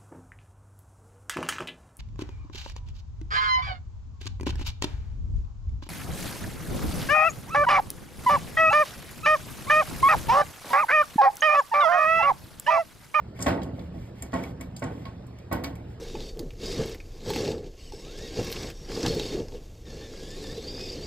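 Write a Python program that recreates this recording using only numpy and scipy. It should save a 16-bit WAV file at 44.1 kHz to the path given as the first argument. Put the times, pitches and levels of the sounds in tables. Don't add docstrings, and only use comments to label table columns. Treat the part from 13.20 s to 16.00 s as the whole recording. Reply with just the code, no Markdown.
import sys
import numpy as np
from scipy import signal
from scipy.fft import rfft, irfft, next_fast_len
from scipy.io import wavfile
from scipy.ndimage import uniform_filter1d, map_coordinates

SR = 44100
rng = np.random.default_rng(int(sys.argv[2]) if len(sys.argv) > 2 else 0)


def int16_out(signal):
    q = np.round(np.clip(np.atleast_2d(signal).T, -1, 1) * 32767)
    wavfile.write(sys.argv[1], SR, q.astype(np.int16))


N = 123479

# frequency in Hz, relative level in dB, t60 in seconds.
STEEL_MODES = [(1809, -13, .06), (2050, -10, .05), (2250, -3, .1), (3316, -16, .03), (4800, -16, .025),
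               (6900, -6, .022), (7450, 0, .03), (8930, 0, .028), (12000, 2, .035), (13300, -4, .014),
               (5800, -6, .03), (10400, -3, .03), (15500, -2, .02)]
STEEL_PEAK_DB, STEEL_Q = 4, 22


def amp(db):
    return 10 ** (np.asarray(db) / 20)


def unit(x):
    return x / np.sqrt(np.mean(x ** 2) + 1e-20)


def along(f, v, hz):
    return np.interp(np.log(hz + 1), np.log(np.asarray(f) + 1), v)


def filtered(x, response):
    m = next_fast_len(x.shape[-1] + 8192)
    spectrum = rfft(x, m) * response(np.fft.rfftfreq(m, 1 / SR))
    return irfft(spectrum, m)[..., :x.shape[-1]]


def add(track, start_s, sound):
    part = track[round(start_s * SR):][:len(sound)]
    part += sound[:len(part)]


def wobble(rate_hz):
    knots = rng.standard_normal(int(N * rate_hz / SR) + 4)
    return map_coordinates(knots, [np.arange(N) * rate_hz / SR])


def peaks(modes, hz, peak_db, q):
    centre = np.transpose(modes)[0][:, None]
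    detune = 2 * q * (hz - centre) / centre
    return 1 + amp(peak_db) * np.max(1 / (1 + detune ** 2), axis=0)


def ring(modes, gain_db, t, hold_s):
    beat_depth, beat_share = .5, .03
    rise_cycles, spread_db = 2.2, 2.68
    hz, db, t60_s = np.transpose(modes)[:, :, None]
    beat_hz = beat_share * hz * rng.standard_normal(hz.shape)
    beat = 1 + beat_depth * np.sin(2 * np.pi * beat_hz * t)
    rise = 1 - np.exp(-t * hz / rise_cycles)
    level_db = db + gain_db(hz) + rng.normal(0, spread_db, hz.shape)
    decay_db = -60 * np.maximum(t - hold_s, 0) / t60_s
    return np.sum(amp(level_db + decay_db) * beat * rise * np.sin(2 * np.pi * hz * t), axis=0)


def hum():
    # frequency in Hz, relative density in dB per Hz.
    spectrum_rows = [(20, -11), (45, -8), (72, -3), (120, -4), (180, -7), (300, -14.5), (600, -20.5),
                     (1200, -30), (2500, -37), (5000, -43.5), (9000, -57), (15500, -62)]
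    # mean frequency in Hz, level in dB before line_gain_db.
    line_rows = [(72, -52.5), (119, -53.5), (179, -60.5)]
    noise_db, patchy_db, line_gain_db = -43, 2.5, 6.0
    waver_hz, waver_db = 5.03, 2.7

    z = signal.stft(rng.standard_normal(N + 1024), nperseg=1024)[2]
    field = uniform_filter1d(rng.standard_normal(z.shape), size=5, axis=0)
    field = uniform_filter1d(field, size=5, axis=1)
    noise = signal.istft(z * amp(patchy_db * unit(field)), nperseg=1024)[1][:N]
    shaped = filtered(noise, lambda hz: amp(along(*np.transpose(spectrum_rows), hz)))
    out = amp(noise_db) * unit(shaped)
    for line_hz, db in line_rows:
        level = amp(db + line_gain_db + waver_db * wobble(9))
        phase = 2 * np.pi * np.cumsum(line_hz + waver_hz * wobble(15)) / SR
        out = out + level * np.sin(phase)
    return out


def rubs():
    # start in seconds, length in seconds, level in dB.
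    slide_rows = [(0.148, 0.14, -55), (0.528, 0.17, -62), (0.727, 0.19, -60.5), (0.946, 0.15, -58),
                  (1.108, 0.22, -53.5), (1.657, 0.23, -60.5), (2.087, 0.23, -85), (2.673, 0.091, -64)]
    # frequency in Hz, relative density in dB per Hz.
    spectrum_rows = [(300, -14), (2200, 9.5), (5000, -1.5), (15000, -12.5)]
    grit_db = 0.5

    def colour(hz):
        return amp(along(*np.transpose(spectrum_rows), hz)) * peaks(STEEL_MODES, hz, STEEL_PEAK_DB, STEEL_Q)

    t, level = np.arange(N) / SR, np.zeros(N)
    for start_s, length_s, db in slide_rows:
        progress = np.clip((t - start_s) / length_s, 0, 1)
        level = level + amp(db) * np.sin(np.pi * progress) ** .5
    grit = rng.standard_normal(N) * amp(grit_db * wobble(160))
    return level * unit(filtered(grit, colour))


def ticks():
    # start in seconds, level in dB, ring over snap in dB (before steel_db),
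    # then one level in dB for each of bands_hz.
    tick_rows = [(0.156, -58.5, 7.5, 11.5, -10, -24, -29), (.190, -41, 7.5, -2, 0, -11, -19),
                 (.2042, -34, -9, -30, -4, -3, -24), (.214, -31, -11, -25, -9, -1, -20),
                 (0.2231, -19, 5.5, -27, -11.5, -4.5, -23), (.265, -24, -28, 6, -4.5, -14.5, -20),
                 (.2794, -40, -3, 0, -19, -27, -1), (.417, -46, 1, 11, 9, -8, -27),
                 (.431, -35, -13, -5, -5, -10.5, -19), (0.5921, -50.5, 5, 8, 10.5, -15, -16),
                 (1.022, -28, 9.5, -12, -13, -9, -16.5), (1.12, -43, 1, -3, -3, -12, -21),
                 (1.137, -39, -17, -3, -3, -1.5, -16), (1.235, -32, -1, 2, -9, -15, -19),
                 (1.409, -34, 8, -2.5, -6, -8.5, -14), (1.5634, -29.5, 3.5, -20, -6, -9, -22.5),
                 (1.5927, -45.5, 12, -13, -11, -1.5, -17), (1.6244, -41.5, -8, 17, -8, -14, -14),
                 (1.6379, -42, 8, -13, -4, 1, -24), (1.853, -40.5, -6, 3, 7.5, -23, -19),
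                 (2.066, -53.5, 5.5, -8, -13, -2, -8), (2.1853, -43, 4.5, -5, -4.5, -16, -21.5),
                 (2.3255, -24.5, 6, -32, -6, -15, -9.5), (2.4371, -24, -1.5, -2.5, -6.5, -20.5, -14),
                 (2.4425, -27.5, -4, 0, 3.5, -13, -23), (2.553, -42.5, 3, -2, -8, -9, -13.5)]
    bands_hz = [2200, 4000, 8000, 12500]
    steel_db, rise_s = -10.5, 0.0012
    snap_db, snap_t60_s = 4, 0.018
    wash_db, wash_t60_s = -9.5, 0.18

    out, t = np.zeros(N), np.arange(SR // 4) / SR
    rise = (1 - np.exp(-t / rise_s)) ** 2
    snap_and_wash = amp(snap_db - 60 * t / snap_t60_s) + amp(wash_db - 60 * t / wash_t60_s)
    for start_s, db, ring_db, *bands_db in tick_rows:
        def tint_db(hz):
            return along(bands_hz, bands_db, hz)

        def colour(hz):
            low_cut = 1 / (1 + (1200 / (hz + 1)) ** 4)
            return amp(tint_db(hz)) * peaks(STEEL_MODES, hz, STEEL_PEAK_DB, STEEL_Q) * low_cut

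        hiss = filtered(rng.standard_normal(len(t)), colour) * snap_and_wash
        steel = amp(steel_db + ring_db) * ring(STEEL_MODES, tint_db, t, 2 * rise_s)
        add(out, start_s, amp(db) * (steel + hiss) * rise)
    return out


def clunks():
    # start in seconds, level in dB, chatter in seconds, brightness in dB per octave,
    # modes gain in dB.
    clunk_rows = [(.190, -35.5, 0.051, 0, -6.5), (.262, -20.5, 0.023, 1, 1.5), (0.461, -40, 0.033, -3.5, 1),
                  (0.586, -37, 0.012, -5.5, -2), (.743, -41.5, 0.027, -6.5, 8),
                  (1.025, -42.5, 0.0094, -0.5, -1), (1.131, -28, 0.024, 0.5, 4), (1.223, -39, 0.003, 0, -3),
                  (1.40, -43, 0.014, 0.5, 0.5), (1.621, -29, 0.022, 0, 2.5), (1.853, -46, 0.021, 2, 1.5),
                  (2.314, -26.5, 0.024, 0, 2.5), (2.437, -39.5, 0.022, 2, 3)]
    # frequency in Hz, relative level in dB, t60 in seconds.
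    cabinet_modes = [(70, -22, 0.4), (176, -11, .3), (261, 1, 0.09), (279, -17, 0.45), (328.5, -16, .25),
                     (497, -17, 0.25), (582, -17, 0.07), (670, -12, 0.2), (775, -18, 0.14),
                     (900, -19, 0.15), (1090, -14, 0.1), (1493, -24, .1), (1925, -22, 0.09),
                     (2223, -26, 0.06)]
    # frequency in Hz, relative level in dB, t60 in seconds, build-up in seconds.
    panel_rows = [(39.7, -12, 0.26, 0.02), (82, 9.5, 1, 0.055), (194, 4, 1, 0.13),
                  (309, -3.5, 0.94, 0.0013), (687, -9.5, 0.58, 0.005), (1770, -18, 0.34, 0.0048),
                  (3150, -24.5, 0.32, 0.013), (7200, -36.5, 0.24, 0.002), (14300, -58, 0.46, 0.0031)]
    length = SR * 7 // 10
    crack_db, crack_hz, crack_t60_s = 5.5, 624, 0.019
    panels_db, peak_db, q, build_s = 13, 5, 25, 0.0004

    out, t = np.zeros(N), np.arange(length) / SR
    f, level_db, t60_s, panel_build_s = np.transpose(panel_rows)
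    build = 1 - np.exp(-t / build_s)
    crack = amp(crack_db - 60 * t / crack_t60_s) * build * np.sin(2 * np.pi * crack_hz * t)
    for start_s, db, chatter_s, bright_db, modes_db in clunk_rows:
        def tilt_db(hz):
            return bright_db * np.log2((hz + 30) / 300)

        def colour(hz):
            return amp(along(f, level_db, hz) + tilt_db(hz)) * peaks(cabinet_modes, hz, peak_db, q)

        hz, frame_s, z = signal.stft(rng.standard_normal(length), SR, nperseg=256)
        decay = amp(-60 * np.maximum(frame_s - chatter_s, 0) / along(f, t60_s, hz)[:, None])
        swell = 1 - np.exp(-(frame_s + 0.009) / along(f, panel_build_s, hz)[:, None])
        noise = signal.istft(z * decay * swell, SR, nperseg=256)[1][:length]
        panels = amp(panels_db) * filtered(noise, colour) * build
        modes = amp(modes_db) * ring(cabinet_modes, tilt_db, t, chatter_s)
        add(out, start_s, amp(db) * (crack + modes + panels))
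    return out


def scene():
    direct = hum() + rubs() + ticks() + clunks()
    z = signal.stft(direct, nperseg=256)[2]
    random_phase = np.exp(2j * np.pi * rng.random(z.shape))
    scattered = signal.istft(z * random_phase, nperseg=256)[1][:N]
    return np.array([direct, unit(scattered) * np.std(direct)])


def record(dry):
    # frequency in Hz, left lead in radians.
    lead_rows = [(0, 0), (250, -.4), (800, -1), (1600, 0), (2800, 2.3), (4200, 1.2), (5000, 1.4),
                 (5900, 3.14), (8200, 6.28), (10200, 9.42), (11800, 12.3), (13100, 12.8), (14100, 15.5),
                 (15300, 15.9), (16000, 16.5)]
    # frequency in Hz, likeness where 1 is identical.
    alike_rows = [(60, 1), (300, 1), (900, 0.48), (1900, 0.87), (3000, 0.21), (4500, 0.42), (5800, 0.99),
                  (16000, .995)]
    # frequency in Hz, left over right in dB.
    left_rows = [(60, -.3), (900, -2.6), (2200, -.9), (4500, -1.5), (6000, 0)]
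    # frequency in Hz, gain in dB.
    mic_rows = [(20, -9), (35, 0), (13600, 0), (14400, -8), (16000, -2)]
    top_hz = 15900

    def port(side):
        def response(hz):
            turn = np.arccos(np.clip(along(*np.transpose(alike_rows), hz), -1, 1)) / 2
            level = amp(side * along(*np.transpose(left_rows), hz) / 2)
            phase = np.exp(.5j * side * np.interp(hz, *np.transpose(lead_rows)))
            mic = amp(along(*np.transpose(mic_rows), hz)) * (hz < top_hz)
            return level * phase * mic * np.array([np.cos(turn), side * np.sin(turn)])
        return filtered(dry, response).sum(axis=0)

    return np.array([port(1), port(-0.99)])


dry = scene()
out = record(dry)
int16_out(out)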